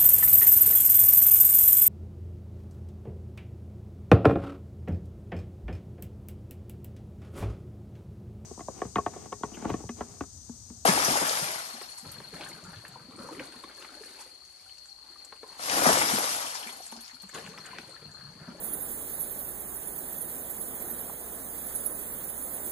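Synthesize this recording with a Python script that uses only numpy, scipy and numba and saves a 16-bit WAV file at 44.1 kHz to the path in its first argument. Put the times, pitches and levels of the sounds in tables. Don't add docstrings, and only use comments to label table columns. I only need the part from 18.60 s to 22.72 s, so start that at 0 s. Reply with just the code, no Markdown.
import sys
import numpy as np
from scipy import signal
from scipy.fft import rfft, irfft
from scipy.io import wavfile
from scipy.ndimage import uniform_filter1d
from numba import njit

SR = 44100
rng = np.random.default_rng(int(sys.argv[2]) if len(sys.argv) > 2 else 0)


def to_linear_factor(level_db):
    exponent = np.asarray(level_db, float) / 20
    return 10 ** exponent


def wrap_up_sound(samples):
    columns = np.atleast_2d(samples).T
    tamed = np.clip(columns, -1, 1)
    steps = np.round(tamed * 32767).astype(np.int16)
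    wavfile.write(sys.argv[1], SR, steps)


N = 181495

# frequency in Hz, level in dB.
HUM_TONES = [(61.2, 1.5), (122, -35), (142.7, -10)]
# time in seconds, peak in dB, pitch in Hz, left minus right in dB.
TWIG_TICKS = [
    (2.4979, -31, 850, 0),
    (2.5029, -36, 880, -1),
]
# time in seconds, far calls in dB, wing rush in dB.
SWARM_LEVELS = [(0.0, -39.5, -48), (0.57, -39, -49), (1.05, -41, -49.5), (1.5, -39.5, -48.5),
                (1.94, -40, -49), (2.33, -39, -47), (2.58, -41, -49.5), (2.8, -41, -49), (3.23, -38.5, -48),
                (3.7, -40.5, -49), (4.12, -37.5, -48.5)]
# frequency in Hz, level in dB per Hz.
WING_SPECTRUM = [(25, -7.5), (90, -7.5), (130, -5), (210, 0.54), (480, -1), (700, -3.2), (1000, -8.5),
                 (1500, -13.5), (1800, -12), (2500, -15), (4700, -20.5), (7000, -27), (16000, -41)]
# frequency in Hz, level in dB per Hz.
FAR_SPECTRUM = [(4000, -68.5), (5500, -22), (6500, -14), (8000, -6), (9000, -3), (10000, 1.5), (11000, -1),
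                (12000, -5), (13500, -4.5), (14500, -3), (15300, 1.4), (17000, -1.37)]
# frequency in Hz, left minus right in dB, likeness from 0 to 1.
PORT_BALANCE = [(30, 3.5, .2), (90, 1, .35), (200, -1, .78), (500, -2, .68), (900, -3, .8), (1300, 1, .88),
                (1700, 2, .5), (2300, .3, .75), (4000, 0.1, .82), (6700, 0.1, .8), (8000, -2.5, .5),
                (9300, -7, .4), (10200, -10, .38), (12200, -9, .42), (14000, -7.5, .36), (15500, -7, .3)]
# frequency in Hz, lag in turns.
PORT_LAG = [(0, .06), (1100, .05), (1450, 0), (1950, -.33), (2400, -.5), (2700, -.5), (4000, 0), (6700, 1),
            (8050, 1.5), (9200, 2), (10900, 2.5), (12200, 3), (14000, 3.5), (15300, 4), (22050, 6.2)]
# time in seconds, length in ms, end pitch in Hz, peak in dB.
DIVING_CALLS = [(.037, 12.5, 9800, -29), (.04, 11.4, 11200, -24.5), (.047, 8, 12490, -31),
                (.1, 8, 9660, -35), (.209, 4, 12230, -23.5), (.221, 13.5, 9220, -21.5),
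                (.316, 7, 10300, -25), (.417, 12, 9760, -29.5), (.497, 8, 11300, -31),
                (.789, 9.4, 10500, -27), (.808, 14, 11200, -26), (.881, 14, 10800, -28),
                (1.144, 7, 13300, -26.5), (1.28, 17, 12700, -32), (1.383, 8, 13000, -27),
                (1.48, 9.9, 12750, -30), (1.528, 6, 11400, -28), (1.616, 10, 9800, -26),
                (1.998, 8, 11000, -29.5), (2.311, 7, 12230, -25), (2.389, 7.4, 12200, -28),
                (2.409, 8, 11600, -27), (2.949, 8, 14060, -28), (3.25, 5.8, 11900, -33),
                (3.263, 5, 9930, -15.5), (3.259, 9.5, 10600, -29), (.707, 14, 11200, -24.5),
                (3.349, 11, 9560, -28), (3.637, 13, 12900, -28), (4.056, 11, 10250, -30)]
# time in seconds, length in ms, end pitch in Hz, peak in dB.
SLIDING_CALLS = [(.033, 12, 9100, -30), (.896, 20, 12100, -37), (1.07, 12, 12300, -37),
                 (3.316, 16, 9500, -27), (.844, 14, 11540, -29), (1., 14, 10740, -29),
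                 (1.165, 6.5, 10100, -23), (1.805, 11, 12300, -34), (1.579, 11, 11370, -27),
                 (2.205, 16, 12100, -39), (1.607, 14, 9300, -23), (1.737, 6.9, 12900, -27),
                 (1.899, 19, 10800, -26), (1.904, 15, 12000, -33), (2.3, 9, 12000, -27),
                 (2.325, 17, 9130, -29.5), (2.984, 8.1, 9800, -28), (3.149, 18, 9700, -20),
                 (3.15, 17, 11400, -33), (3.154, 10, 10360, -27), (3.207, 13, 9200, -29),
                 (3.465, 15, 10300, -32), (3.521, 11, 13800, -31), (3.534, 11, 11300, -30),
                 (3.803, 14, 10940, -35), (3.839, 14, 10300, -33), (3.904, 11, 11800, -34.5),
                 (3.933, 22, 9500, -25), (4.045, 13, 9300, -31), (4.074, 14, 10900, -29)]
# time in seconds, length in ms, end pitch in Hz, peak in dB.
GLIDING_CALLS = [
    (.087, 16.6, 9780, -28.5),
    (.13, 11, 9640, -25.5),
    (.6, 24, 10900, -20.5),
    (2.968, 18, 11350, -33),
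    (3.01, 22, 12000, -36),
    (3.188, 21, 9950, -31.5),
    (3.684, 8, 11000, -28),
    (3.828, 18, 9850, -25),
]
# time in seconds, length in ms, end pitch in Hz, peak in dB.
LEVEL_CALLS = [(.049, 7.3, 10000, -24), (.135, 9, 12150, -22.5), (.143, 12, 9650, -24.5),
               (.533, 27, 10360, -24.5), (.635, 14, 9600, -25.5), (1.278, 5.4, 9930, -18.5),
               (1.622, 9, 11840, -30), (1.695, 15, 13150, -31), (2.007, 24, 10600, -23),
               (2.073, 10.5, 9340, -30), (2.222, 10, 11650, -24), (2.848, 6.6, 8680, -31),
               (3.069, 20, 9930, -28), (3.42, 13, 10030, -29.5), (3.647, 10, 10500, -33),
               (3.692, 16, 10800, -24), (3.78, 6.6, 10700, -23), (2.385, 20, 10000, -28),
               (2.53, 10, 11900, -31), (3.965, 7.5, 10100, -27)]
# time in seconds, length in ms, end pitch in Hz, peak in dB.
PLUNGING_CALLS = [
    (.627, 4.2, 9400, -20),
]
# frequency in Hz, step in dB over the stronger of sum and difference,
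# margin in dB under which the weaker is dropped.
STEREO_STEPS = [(1500, -12, -16), (2100, -6.5, -9), (2700, 0, -5.5), (3400, 2, -3), (5000, 3.5, -3),
                (6200, 3, -4.5), (7200, 0, -6), (8000, -2.5, -6), (9000, -15, -24)]

# fall in Hz per ms, rise before the peak in ms, hook in Hz, swell exponent
DIVE = (190, 9, 1165.0, 1.7)
SLIDE = (80, 7.2, 1690.0, 1.3)
GLIDE = (31, 18, 2400.0, 1.3)
LEVEL = (14.9, 7, 1100.0, 0.96)
PLUNGE = (1350, 0.5, 0.0, 1.0)
PASSING_DB, PASSING_SPREAD_DB, PASSING_HZ = -36, 4, (9520, 13800)
SHADE_DB, SHADE_SPREAD_DB = -11.5, 3.5
ROCK_T60_S, ROCK_DB = 0.1, -6.5
TILT_DB = 2.5
HUM_DB, HUM_FADE_DB, HUM_FADE_S = -59, -7, (2.3, 4.3)
HUM_LAG_RAD = 0.98
TOP_HZ = 15480

TIME, HZ = np.arange(N) / SR, np.fft.rfftfreq(N, 1 / SR)
LEFT_TURN = np.exp(-2j * np.pi * np.interp(HZ, *np.transpose(PORT_LAG)))


def unit(x):
    return x / np.sqrt(np.mean(x ** 2))


def along(table, column):
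    rows = np.array(table, float)
    return np.interp(np.log(HZ + 1), np.log(rows[:, 0]), rows[:, column])


def curves(table):
    s, *columns = np.transpose(table)
    return [np.interp(TIME, s, column) for column in columns]


def colour(x, gain):
    return irfft(rfft(x) * gain, N)


def walk(rate):
    hold = int(SR / rate)
    levels = np.repeat(rng.standard_normal(N // hold + 1), hold)
    slewed = uniform_filter1d(uniform_filter1d(levels, hold), hold)
    return unit(slewed[:N])


@njit
def sweeps(start, length, hz0, hz1, size, wobble, warble_hz, swell, hook_hz):
    out = np.zeros(len(wobble))
    for k in range(len(start)):
        phase, first, count = 0., int(start[k]), int(length[k])
        for i in range(max(0, -first), min(count, len(out) - first)):
            u = i / count
            j = (first + i + 997 * k) % len(out)
            glide_hz = hz0[k] + (hz1[k] - hz0[k]) * u
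            hook = hook_hz * max(0., 1 - 3 * u) ** 2
            phase += 2 * np.pi * (glide_hz + hook + warble_hz[j]) / SR
            out[first + i] += size[k] * np.sin(np.pi * u ** swell) * wobble[j] * np.sin(phase)
    return out


def hum(level_db):
    lag = np.array([[0], [HUM_LAG_RAD]])
    tone = 0
    for hz, db in HUM_TONES:
        tone = tone + to_linear_factor(db + level_db + 1.0) * np.sin(2 * np.pi * hz * TIME + 0.17 * walk(2.2) + lag)
    return tone * to_linear_factor(np.array([[2], [-2]]))


def snaps():
    out = np.zeros((2, N))
    for s, db, hz, pan_db in TWIG_TICKS:
        t = TIME - s
        swing = -np.cos(2 * np.pi * hz * t)
        crack = swing * np.exp(-(t / 0.0006) ** 2)
        ring = 0.45 * swing * (t > 0) * np.exp(-abs(t) / 0.004)
        out += to_linear_factor(db) * np.array([to_linear_factor(pan_db / 2) * (crack + ring), to_linear_factor(-pan_db / 2) * crack])
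    return out


def wings():
    out, noise = 0, rfft(rng.standard_normal(N))
    for hz in 25 * 2 ** np.arange(0, 10, 0.5):
        octaves_off = np.clip(np.log2((HZ + 1) / hz), -0.5, 0.5)
        band = irfft(noise * np.cos(np.pi * octaves_off) ** 2, N)
        out = out + band * to_linear_factor(0.9 * walk(11) + 0.4 * walk(4))
    return unit(colour(out, to_linear_factor(along(WING_SPECTRUM, 1))))


def far_calls(count, tilt_db):
    when, top, steep, long, loud = rng.random((count, 5)).T
    start_hz, seconds = 6000 + 13000 * top, 0.008 + 0.018 * long
    end_hz = start_hz - seconds * (40e3 + 260e3 * steep)
    calls = sweeps(when * N, SR * seconds, start_hz, end_hz,
                   to_linear_factor(8 * loud ** 4), np.ones(N), 130 * walk(350), 1.4, 500.)
    blur = unit(calls) + to_linear_factor(6) * rng.standard_normal(N)
    blur = unit(colour(blur, to_linear_factor(along(FAR_SPECTRUM, 1))))
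    high = colour(blur, np.clip((HZ - 10500) / 3000, 0, 1))
    low = blur - high
    return low * to_linear_factor(-tilt_db / 2 + 0.31 * walk(8.66)) + high * to_linear_factor(tilt_db / 2 + 0.15 * walk(4.0))


def ports(direct, scattered):
    like = np.clip(along(PORT_BALANCE, 2), 0, 1)
    left = like * LEFT_TURN * rfft(direct) + np.sqrt(1 - like ** 2) * rfft(scattered)
    return np.array([irfft(left * to_linear_factor(along(PORT_BALANCE, 1)), N), direct])


def rock(x, t60_s):
    t = np.arange(int(0.3 * SR)) / SR
    decay = np.exp(-np.log(1000) * t / t60_s)
    tail = rng.standard_normal(len(t)) * decay * np.minimum(t / 0.0063, 1)
    return signal.fftconvolve(x, tail / np.sqrt(np.sum(tail ** 2)))[:N]


def passing(count, far_db):
    when, long, pitch, loud = rng.random((count, 4)).T
    low_hz, high_hz = PASSING_HZ
    dense_db = far_db[(when * N).astype(int)] - far_db.mean()
    peak_db = PASSING_DB + PASSING_SPREAD_DB * (2 * loud - 1) + 3.0 * dense_db
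    return np.transpose([when * N / SR, 7 + 11 * long, low_hz + (high_hz - low_hz) * pitch, peak_db])


def near_calls(far_db):
    tremble, warble_hz = to_linear_factor(2.2 * walk(300)), 130 * walk(350)
    left, right = np.zeros((2, N))
    kinds = ((DIVING_CALLS, DIVE), (SLIDING_CALLS, SLIDE), (GLIDING_CALLS, GLIDE),
             (LEVEL_CALLS, LEVEL), (PLUNGING_CALLS, PLUNGE),
             (passing(75, far_db), DIVE), (passing(50, far_db), SLIDE))
    for table, (steep, rise, hook_hz, swell) in kinds:
        s, ms, hz, db = np.transpose(table).astype(float)
        pan_db = SHADE_DB + SHADE_SPREAD_DB * rng.standard_normal(len(s))
        fall = 0.29 * rise
        db = db - 3.44 - 3.6 * np.exp(-steep / 34)
        start, length = (s - rise / 1000) * SR, (ms + rise + fall) / 1000 * SR
        start_hz, end_hz = hz + steep * (ms + rise), hz - steep * fall
        left = left + sweeps(start, length, start_hz, end_hz, to_linear_factor(db + pan_db),
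                             tremble, warble_hz, swell, hook_hz)
        right = right + sweeps(start, length, start_hz, end_hz, to_linear_factor(db),
                               tremble, warble_hz, swell, hook_hz)
    sides = (colour(left, LEFT_TURN), right)
    return np.array([x + to_linear_factor(ROCK_DB) * rock(x, ROCK_T60_S) for x in sides])


def scene():
    far_db, rush_db = curves(SWARM_LEVELS)
    fade = np.interp(TIME, HUM_FADE_S, (0, 1)) ** 3
    hum_db = HUM_DB + HUM_FADE_DB * fade + 1.2 * walk(6.2)
    direct, scattered = (to_linear_factor(rush_db + 3.5) * wings() + to_linear_factor(far_db + 6.5) * far_calls(3000, TILT_DB)
                         for _ in range(2))
    return ports(direct, scattered) + near_calls(far_db) + hum(hum_db) + snaps()


def coarse_spells(count):
    mood = uniform_filter1d(rng.standard_normal(count), size=4)
    return np.where(mood > np.quantile(mood, 0.54), 5.5, -14.)[:, None, None]


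def joint_stereo(x, grid, extra_db, spare_db):
    hop, pad, width, count = 1024, 2048 - grid, 8, N // 1024 + 4
    n = np.arange(2 * hop)[:, None] + 0.5
    window = np.sin(np.pi * n / (2 * hop))
    basis = np.sqrt(2 / hop) * window * np.cos(np.pi / hop * (n + hop / 2) * n[:hop].T)
    padded = np.pad([x[0] + x[1], x[0] - x[1]], ((0, 0), (pad, count * hop - N - pad)))
    blocks = padded.reshape(2, count, hop) / 2
    lapped = np.concatenate([blocks[:, :-1], blocks[:, 1:]], axis=2)
    bands = (lapped @ basis).reshape(2, count - 1, -1, width)
    power = np.mean(bands ** 2, axis=3, keepdims=True)
    db = 10 * np.log10(uniform_filter1d(power, size=3, axis=2) + 1e-30)
    hz, step_db, margin_db = np.transpose(STEREO_STEPS)
    centre = (np.arange(hop // width)[:, None] + 0.5) * width * SR / 2 / hop
    wander = uniform_filter1d(rng.standard_normal(db.shape[1:]), size=2, axis=0)
    wander_db = 7.5 * uniform_filter1d(wander, size=3, axis=1)
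    stronger_db = uniform_filter1d(db.max(0), size=9, axis=0)
    step = to_linear_factor(stronger_db + np.interp(centre, hz, step_db, -40, -40) + wander_db + extra_db)
    kept = db - db[::-1] > np.interp(centre, hz, margin_db, -99, -99) + spare_db + wander_db / 2
    bands = kept * np.sign(bands) * step * np.floor(abs(bands) / step + 0.4)
    frames = bands.reshape(2, count - 1, hop) @ basis.T
    joined = (frames[:, 1:, :hop] + frames[:, :-1, hop:]).reshape(2, -1)
    mid, side = joined[:, pad - hop:pad - hop + N]
    return np.array([mid + side, mid - side])


def low_pass(x):
    return signal.sosfilt(signal.butter(12, 16860, fs=SR, output="sos"), x)


def record(dry):
    x = signal.sosfilt(signal.ellip(12, 0.3, 70, TOP_HZ, fs=SR, output="sos"), dry)
    x = joint_stereo(x, grid=400, extra_db=4, spare_db=0)
    x = joint_stereo(x, grid=872, extra_db=coarse_spells(N // 1024 + 3), spare_db=-4)
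    return low_pass(x)


dry = scene()
out = record(dry)
wrap_up_sound(out)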